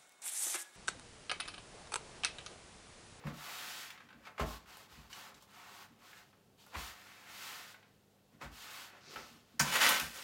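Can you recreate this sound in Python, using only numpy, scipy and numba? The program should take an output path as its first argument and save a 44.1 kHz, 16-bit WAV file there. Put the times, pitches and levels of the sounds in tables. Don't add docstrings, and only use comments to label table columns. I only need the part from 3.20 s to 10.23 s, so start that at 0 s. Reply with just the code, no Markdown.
import sys
import numpy as np
from scipy import signal
from scipy.fft import rfft, irfft
from scipy.io import wavfile
from scipy.ndimage import uniform_filter1d
from numba import njit

SR = 44100
rng = np.random.default_rng(int(sys.argv[2]) if len(sys.argv) > 2 else 0)


def wav_out(sig):
    wavfile.write(sys.argv[1], SR, np.round(np.clip(np.atleast_2d(sig).T, -1, 1) * 32767).astype(np.int16))


def nominal_scale(level):
    x = np.asarray(level, float) / 20
    return 10 ** x


N = 310023
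T = np.arange(N) / SR
SLOW_T = T[::32]
SLAM_S = 6.394


def level(x, db):
    return x * nominal_scale(db) / np.sqrt(np.mean(x ** 2))


def colour(x, points):
    hz, db = np.transpose(points)
    grid_hz = np.maximum(np.fft.rfftfreq(4096, 1 / SR), 1)
    log_gain = np.interp(np.log(grid_hz), np.log(hz), db) * np.log(10) / 20
    cepstrum = irfft(log_gain)
    cepstrum[1:2048] *= 2
    cepstrum[2049:] = 0
    impulse = irfft(np.exp(rfft(cepstrum)))
    return signal.fftconvolve(x, impulse)[:len(x)]


def band(x, lo_hz, hi_hz, order=3):
    return signal.sosfilt(signal.butter(order, [lo_hz, hi_hz], "band", fs=SR, output="sos"), x)


@njit
def sliding(x, hz, sharp):
    y, b, l = np.empty(len(x)), 0., 0.
    for i in range(len(x)):
        g = np.tan(np.pi * hz[i] / SR)
        v = (b + g * (x[i] - l)) / (1 + g * (g + 1 / sharp))
        b, l, y[i] = 2 * v - b, l + 2 * g * v, v / sharp
    return y


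def ring(x, hz, t60_s):
    turn = 2 * np.pi * hz / SR
    keep = np.exp(-np.log(1000) / (np.clip(t60_s, .002, .14) * SR))
    return signal.lfilter([0, keep * np.sin(turn)], [1, -2 * keep * np.cos(turn), keep ** 2], x)


def slips(rate_hz, spread_db):
    happens, size, sign = rng.random((3, N))
    clicks = (happens < rate_hz / SR) * np.sign(sign - .5)
    return level(clicks * nominal_scale(-spread_db * np.log(size + .002)), 0)


def patchy(rate_hz, depth_db):
    k = int(SR / rate_hz)
    steps = np.repeat(rng.standard_normal(N // 100), k)[:N]
    return nominal_scale(depth_db * uniform_filter1d(uniform_filter1d(steps, k), k))


def curves(rows):
    s, *columns = np.transpose(rows)
    return [np.interp(T, s, c) for c in columns]


def fine(control):
    return np.interp(T, SLOW_T, control)


def swell(s, rise_s, fall_s, full):
    rising = (SLOW_T - s) / rise_s
    falling = 1 + (SLOW_T - s - rise_s) / fall_s
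    turn = np.where(SLOW_T < s + rise_s, rising, falling)
    return np.sin(np.pi / 2 * np.clip(turn, 0, 2)).clip(0) ** full


def fade(length_s, decay_s, rise_s):
    t = np.arange(int(length_s * SR)) / SR
    return (1 - np.exp(-t / rise_s)) * np.exp(-np.log(1000) * t / decay_s)


def add(out, s, x):
    i = int(s * SR)
    out[i:i + len(x)] += x[:N - i]


# start t/s, speed-up/s, slow-down/s, bristle hiss level/dB, grit re hiss/dB
STROKES = [(0.11, 0.25, 0.37, -49, -0.5), (0.4, 0.17, 0.18, -51.5, -15), (1.239, 0.063, 0.091, -51, -1.5),
           (1.45, 0.043, 0.15, -59.5, 0.5), (1.52, 0.058, 0.11, -59.5, -2), (1.68, 0.046, 0.21, -62.5, 1.5),
           (1.893, 0.019, 0.14, -54, 0.5), (1.94, 0.082, 0.11, -56.5, 1.5),
           (2.138, 0.0072, 0.061, -64, 1.5), (2.2, 0.024, 0.036, -61.5, -8), (2.27, .09, 0.19, -61, 3.5),
           (2.4, 0.21, 0.069, -58, 1.5), (2.768, 0.17, 0.12, -60, -0.5), (3.37, 0.048, 0.29, -64.5, -4.5),
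           (3.54, 0.051, 0.18, -50, -1), (3.68, 0.11, 0.56, -61.5, 1), (4.04, 0.24, .2, -50.5, -2),
           (4.3, 0.16, 0.12, -56.5, -2.5), (5.3, 0.1, 0.12, -55.5, -3), (5.37, 0.19, 0.16, -52, -1.5),
           (5.88, 0.085, 0.07, -56.5, 0.7), (5.97, 0.068, 0.22, -62, -2), (6.2, .1, 0.25, -74, 0),
           (3.0, .06, 0.14, -74.5, -11)]
STROKE_ROUND = 0.9
TIPS_DB, TIPS_STEEP, FAST_DB = -5, 1.15, -50
DIG_SHARE, DRAG_DB = 0.94, -11.5


def strokes():
    power = np.zeros((4, len(SLOW_T)))
    for s, rise_s, fall_s, db, grit_db in STROKES:
        hiss = swell(s, rise_s, fall_s, STROKE_ROUND) * nominal_scale(db)
        tips = nominal_scale(TIPS_DB + FAST_DB) * (hiss / nominal_scale(FAST_DB)) ** TIPS_STEEP
        grit = hiss * nominal_scale(grit_db)
        dig = swell(s, DIG_SHARE * rise_s, DIG_SHARE * fall_s, STROKE_ROUND)
        rumble = dig * nominal_scale(db + grit_db + DRAG_DB)
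        power += np.array([hiss, tips, grit, rumble]) ** 2
    return power


# peak t/s, grit level/dB, build-up/s, decay/s, rumble re grit/dB
HEAPS = [(0.0025, -58.5, 0.023, 0.17, 1), (0.073, -46, 0.21, .28, 1), (0.647, -54.5, 1, 1, -17),
         (1.069, -47.5, 0.13, 0.13, -16), (1.203, -33, 0.065, 0.15, -7), (1.0, -71.5, 0.41, .3, 4.5),
         (3.551, -41, 0.074, 0.22, -8), (4.63, -68, 0.18, 0.33, -18), (5.138, -66.5, 0.12, 0.23, 1.5),
         (5.217, -42, 0.04, 0.23, -5.5), (5.961, -52, .1, 0.29, 2.5), (5.77, -59.5, 1, 1, -6),
         (2.1, -62, 0.17, .3, -1), (4.1, -54.5, 0.25, 0.24, -11), (2.75, -80, 0.55, 0.65, -6)]
HEAP_HISS_DB, HEAP_TIPS_DB = -8, -17
HEAP_STEEP = 0.07


def heaps():
    power = np.zeros((4, len(SLOW_T)))
    for s, db, rise_s, decay_s, rumble_db in HEAPS:
        bright_db = HEAP_STEEP * (db + 42.5)
        spans = np.where(SLOW_T < s, (s - SLOW_T) / rise_s, (SLOW_T - s) / decay_s)
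        shove = nominal_scale(db - 60 * spans)
        parts_db = [HEAP_HISS_DB + bright_db, HEAP_TIPS_DB + 2 * bright_db, 0, rumble_db]
        power += np.outer(nominal_scale(parts_db), shove) ** 2
    return power


# f/Hz, level/dB per Hz
BRISTLE = [(88, -58), (150, 7.5), (340, -13), (455, -12), (741, -1), (850, -2.5), (937, -3.5), (1780, -4.5),
           (2430, -3.5), (4720, -8), (8470, -17.5), (14900, -15.5), (15800, -17)]
# t/s, f/Hz
GRIT = [(0.08, 1110), (0.25, 1320), (0.6, 1720), (1.07, 1310), (1.2, 980), (1.45, 1250), (2.05, 1100),
        (2.6, 1120), (2.96, 1440), (3.47, 960), (3.56, 1030), (3.75, 1610), (4.63, 1510), (5.1, 1050),
        (5.57, 1450), (5.97, 1250)]
# level/dB of hiss, tips, grit, rumble
REST_DB = [-79.5, -82, -82, -90]
# level/dB of hiss, tips, grit, rumble
LINGER_DB = [-12.5, -23, -11, -17]
LINGER_S = 0.062


def broom():
    power = strokes() + nominal_scale(REST_DB)[:, None] ** 2
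    keep = np.exp(-SLOW_T[1] / LINGER_S)
    power += nominal_scale(LINGER_DB)[:, None] ** 2 * signal.lfilter([1 - keep], [1, -keep], power)
    hiss, tips, tumble, drag = map(fine, np.sqrt(power + heaps()))

    bristles = colour(slips(12000, 1.8), BRISTLE) * patchy(30, .6)
    stones = colour(slips(5000, 2.3), BRISTLE) * patchy(24.98, 1.0)
    grit_hz, = curves(GRIT)
    chatter = sliding(sliding(stones, grit_hz, 1.02), grit_hz, 1.02)
    grit = level(band(stones, 700, 2500), -6.5) + level(chatter, -2.5)

    out = hiss * level(band(bristles, 2630, 7780, order=5), 0)
    out += tips * level(band(bristles, 7300, 16000, order=5), 0)
    out += tumble * grit
    out += drag * level(band(stones, 312, 550, order=2), 0)
    return out * lift() * nominal_scale(-2.0) * (T < SLAM_S)


# t/s, peak level/dB, f/Hz, crack re peak/dB
KNOCKS = [(0.039, -42, 950, -33), (0.07, -33.5, 1080, -23), (0.705, -36, 2340, -13.5),
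          (0.777, -43, 1710, -25), (0.805, -45.5, 1660, -24), (0.889, -46.5, 1540, -33),
          (0.906, -46, 1560, -21), (0.929, -46.5, 1640, -29), (1.054, -46, 2350, -30),
          (1.072, -37, 1310, -28), (1.181, -32.5, 1270, -34), (1.198, -23.5, 602, -27),
          (1.309, -38, 1050, -10.5), (1.46, -49, 1420, -19), (1.572, -46.5, 850, -2.5),
          (1.904, -48.5, 1410, -18), (1.93, -35.5, 2980, -21), (2.145, -49, 3900, -19),
          (2.225, -54.5, 1060, -2), (2.312, -57, 1350, -5), (2.932, -42, 1710, -23), (3.13, -55, 1140, -27),
          (3.466, -49.5, 900, -5), (3.552, -33.5, 1020, -35), (4.544, -44, 1490, -16),
          (4.629, -50, 1580, -19), (5.213, -40, 1140, -38), (5.809, -53, 3000, -15),
          (5.961, -33.5, 1320, -19)]
# t/s, peak level/dB, f/Hz, crack re peak/dB
SNAGS = [
    (6.559, -22.5, 1450, -5.5),
    (6.619, -21, 1830, -14),
    (6.692, -28, 2780, 7),
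    (6.8, -30, 2540, -0.5),
    (6.398, -40, 257, -40),
    (6.412, -26, 1500, -12),
]
KNOCK_DECAY_S, SMALLER_DIES_SOONER = 0.052, 0.1
KNOCK_SPREAD = 1.96


def knocks():
    out = np.zeros(N)
    tick = np.eye(1, SR // 5, 40)[0]
    events = KNOCKS + SNAGS
    for (s, db, hz, crack_db), noise in zip(events, rng.standard_normal((len(events), SR // 5))):
        decay_s = KNOCK_DECAY_S * (1000 / hz) ** SMALLER_DIES_SOONER
        rattle = band(noise * fade(.2, decay_s, 0.0015), hz / KNOCK_SPREAD, hz * KNOCK_SPREAD, order=2)
        body = rattle / np.abs(rattle).max() + 0.58 * ring(tick, hz, 0.62 * decay_s)
        crack = band(noise * fade(.2, .5 * decay_s, 0.00023), 1100, 13600, order=1)
        crack *= nominal_scale(crack_db + 9.0) / np.abs(crack).max()
        add(out, s - .002, nominal_scale(db - 4.0) * (body + crack))
    return out


def lift():
    nearness = np.zeros(len(SLOW_T))
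    for s, *_ in KNOCKS:
        width_s = np.where(SLOW_T < s, .012, .025)
        nearness += np.exp(-((SLOW_T - s) / width_s) ** 2)
    return fine(nominal_scale(-5 * np.minimum(nearness, 1)))


# start t/s, swell/s, fade/s, level/dB
BRUSH = [
    (5.79, .11, 0.26, -56.5),
    (5.84, 0.127, 0.066, -56),
]


def brush():
    hiss, note = (fine(swell(s, rise_s, fall_s, 1.2)) * nominal_scale(db) for s, rise_s, fall_s, db in BRUSH)
    edge = slips(5000, 2.3) * patchy(25, 2.1)
    out = hiss * level(band(edge, 3500, 5900, order=2), -1.8)
    out += hiss * level(band(edge, 2200, 2800, order=2), -8)
    return out + note * level(band(edge, 360, 470, order=2), -2.5)


# f/Hz, level/dB, t60/s
BLADE = [(1017.5, -0.5, 0.14), (1050, -26, 0.19), (1440, -30, .1), (1597, 0, 0.069), (1930, -1, 0.19),
         (2320, -18, 0.12), (2940, -5.5, 0.11), (3420, -5, 0.087), (3930, -11, 0.11), (4300, -19, .08),
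         (4900, -1.5, 0.092), (6120, -5, 0.044), (6855, -2.5, 0.16)]


def blade(x):
    return sum(nominal_scale(db) * ring(x, hz, t60_s) / np.sqrt(t60_s) for hz, db, t60_s in BLADE)


# f/Hz, level/dB per Hz
SLAM = [(120, -25), (200, -30), (299, -37), (408, -19), (929, 2.5), (1390, -4), (1550, 1), (1700, 1),
        (3730, -12.5), (4900, -2), (6810, -0.5), (11200, -17.5), (15800, -13)]
SLAM_DB, SLAM_DECAY_S = -15, 0.12


def slam():
    burst = rng.standard_normal(SR // 2) * fade(.5, SLAM_DECAY_S, 0.0022)
    slap = level(colour(burst, SLAM), 0)
    slap += level(blade(slap), -11.5)
    out = np.zeros(N)
    add(out, SLAM_S, slap * nominal_scale(SLAM_DB) / np.abs(slap).max())
    return out


# t/s, scrape level/dB
SCRAPE = [
    (6.43, -37),
    (6.49, -37),
    (6.566, -27),
    (6.594, -32),
    (6.618, -24),
    (6.708, -26),
    (6.828, -39.5),
    (6.904, -51.5),
    (7.03, -47),
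]
# f/Hz, level/dB per Hz
STEEL = [(88, -63), (150, 5), (347, -9.5), (532, 0.5), (660, -7), (1410, -5), (1710, -4.5), (1850, -5),
         (2040, -4.5), (2840, -5.5), (6320, -12.5), (13800, -20), (15800, -19)]
SIZZLE_DB, SIZZLE_SLOPE = -4.5, 0.76
RUMBLE_DB, RUMBLE_SLOPE = -14, 0.86


def scrape():
    scrape_db, = curves(SCRAPE)
    sizzle_db = SIZZLE_DB + (SIZZLE_SLOPE - 1) * (scrape_db + 30)
    drag_db = RUMBLE_DB + (RUMBLE_SLOPE - 1) * (scrape_db + 21)
    edge = slips(6000, 2.2) * patchy(40, 1.5)
    grind = colour(edge, STEEL)
    start = int(SLAM_S * SR)
    out = level(band(grind, 680, 3600), 0)
    out += level(np.r_[np.zeros(start), blade(edge[start:])], -16.5)
    out += nominal_scale(sizzle_db) * level(band(grind, 4700, 16200), 0)
    out += nominal_scale(drag_db) * level(band(grind, 270, 677), 0)
    return out * nominal_scale(scrape_db - 4.5) * np.clip((T - SLAM_S) / 0.075, 0, 1)


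# t/s, level/dB, hardness/octaves above lowest mode, narrowness/dB per octave
BUMPS = [(0.05, -38.5, 1.4, 14), (0.83, -68, 2.1, 22), (0.942, -57, 3.1, 6), (1.204, -40, 0.53, 3.5),
         (1.77, -59.5, 1.4, 2.5), (2.127, -68, 1.6, 7), (2.699, -65.5, 2.1, 19), (3.558, -48.5, .35, 10),
         (4.069, -77, 1.1, 3), (5.131, -61, 1.8, 13), (5.227, -54.5, 1.75, 10), (5.243, -46.5, 0.81, 12),
         (5.868, -59, 1.7, 24), (5.957, -61.5, 3, 3), (6.109, -62.5, 2.1, 10), (6.335, -61, 2.2, 11),
         (6.404, -37, 1.42, 17), (6.812, -51.5, 1.73, 5.5), (1.715, -67, .5, 10)]
# f/Hz, t60/s
HALL_MODES = [(54, 0.48), (70, 0.32), (146, 0.33), (230, 0.4)]
LOWS_MEET_S = 0.0257


def bumps():
    out, t = np.zeros(N), np.arange(SR // 2) / SR - LOWS_MEET_S
    shakes = rng.standard_normal((len(BUMPS), len(HALL_MODES), SR // 2))
    for (s, db, hard, narrow_db), noise in zip(BUMPS, shakes):
        for (hz, t60_s), shake in zip(HALL_MODES, noise):
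            octaves = np.log2(hz / HALL_MODES[0][0])
            share_db = -narrow_db * abs(octaves - hard)
            pair = np.cos(2 * np.pi * hz * t)
            pair += .5 * np.cos(2 * np.pi * 1.05 * hz * t + .5 * shake[0])
            rough = level(band(shake, hz / 0.91, hz * 1.365, order=2), -6)
            envelope = fade(.5, t60_s, 0.019) * fade(.5, 50, 0.0039)
            add(out, s - .006, nominal_scale(db + share_db + 5.5) * (pair + rough) * envelope)
    return out


HALL_T60_S, HALL_TREBLE_T60_S = 0.35, 0.2


def hall(x, wet_db):
    t = np.arange(SR // 2) / SR
    low, high = rng.standard_normal((2, len(t))) * (1 - np.exp(-t / 0.0021))
    tail = band(low, 78, 1540, order=1) * nominal_scale(-60 * t / HALL_T60_S)
    tail += band(high, 6000, 19200, order=1) * nominal_scale(-60 * t / HALL_TREBLE_T60_S)
    tail *= nominal_scale(wet_db) / np.sqrt(np.sum(tail ** 2))
    return x + signal.fftconvolve(x, tail)[:N]


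# f/Hz, level/dB per Hz
HUSH = [(15, -48), (25, -4), (70, -13.5), (102, -10), (126, -6), (144, -4.5), (299, -11.5), (361, -12.5),
        (392, -8), (587, -12.5), (812, -16.5), (1250, -27), (15800, -37)]
HUSH_DB = -70
# f/Hz, level/dB
MAINS = [(100, -78), (200, -77.5)]


def hush():
    hum = sum(nominal_scale(db + 2.5) * patchy(8.6, 0.32) * np.sin(2 * np.pi * hz * T) for hz, db in MAINS)
    noise = level(colour(rng.standard_normal(N), HUSH), HUSH_DB)
    return noise * patchy(4.54, 1.0) + hum


def scene():
    moving = hall(broom() + brush() + slam() + scrape(), wet_db=-8)
    struck = hall(knocks(), wet_db=-2)
    return (moving + struck + bumps() + hush())[None]


def band_limit(x):
    return signal.sosfilt(signal.butter(12, 16290, fs=SR, output="sos"), x)


def record(dry):
    bass_cut = signal.sosfilt(signal.butter(5, 42, "high", fs=SR, output="sos"), dry)
    mix = signal.sosfilt(signal.ellip(10, .2, 70, 15900, fs=SR, output="sos"), bass_cut)
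    return band_limit(mix)


dry = scene()
out = record(dry)
wav_out(out)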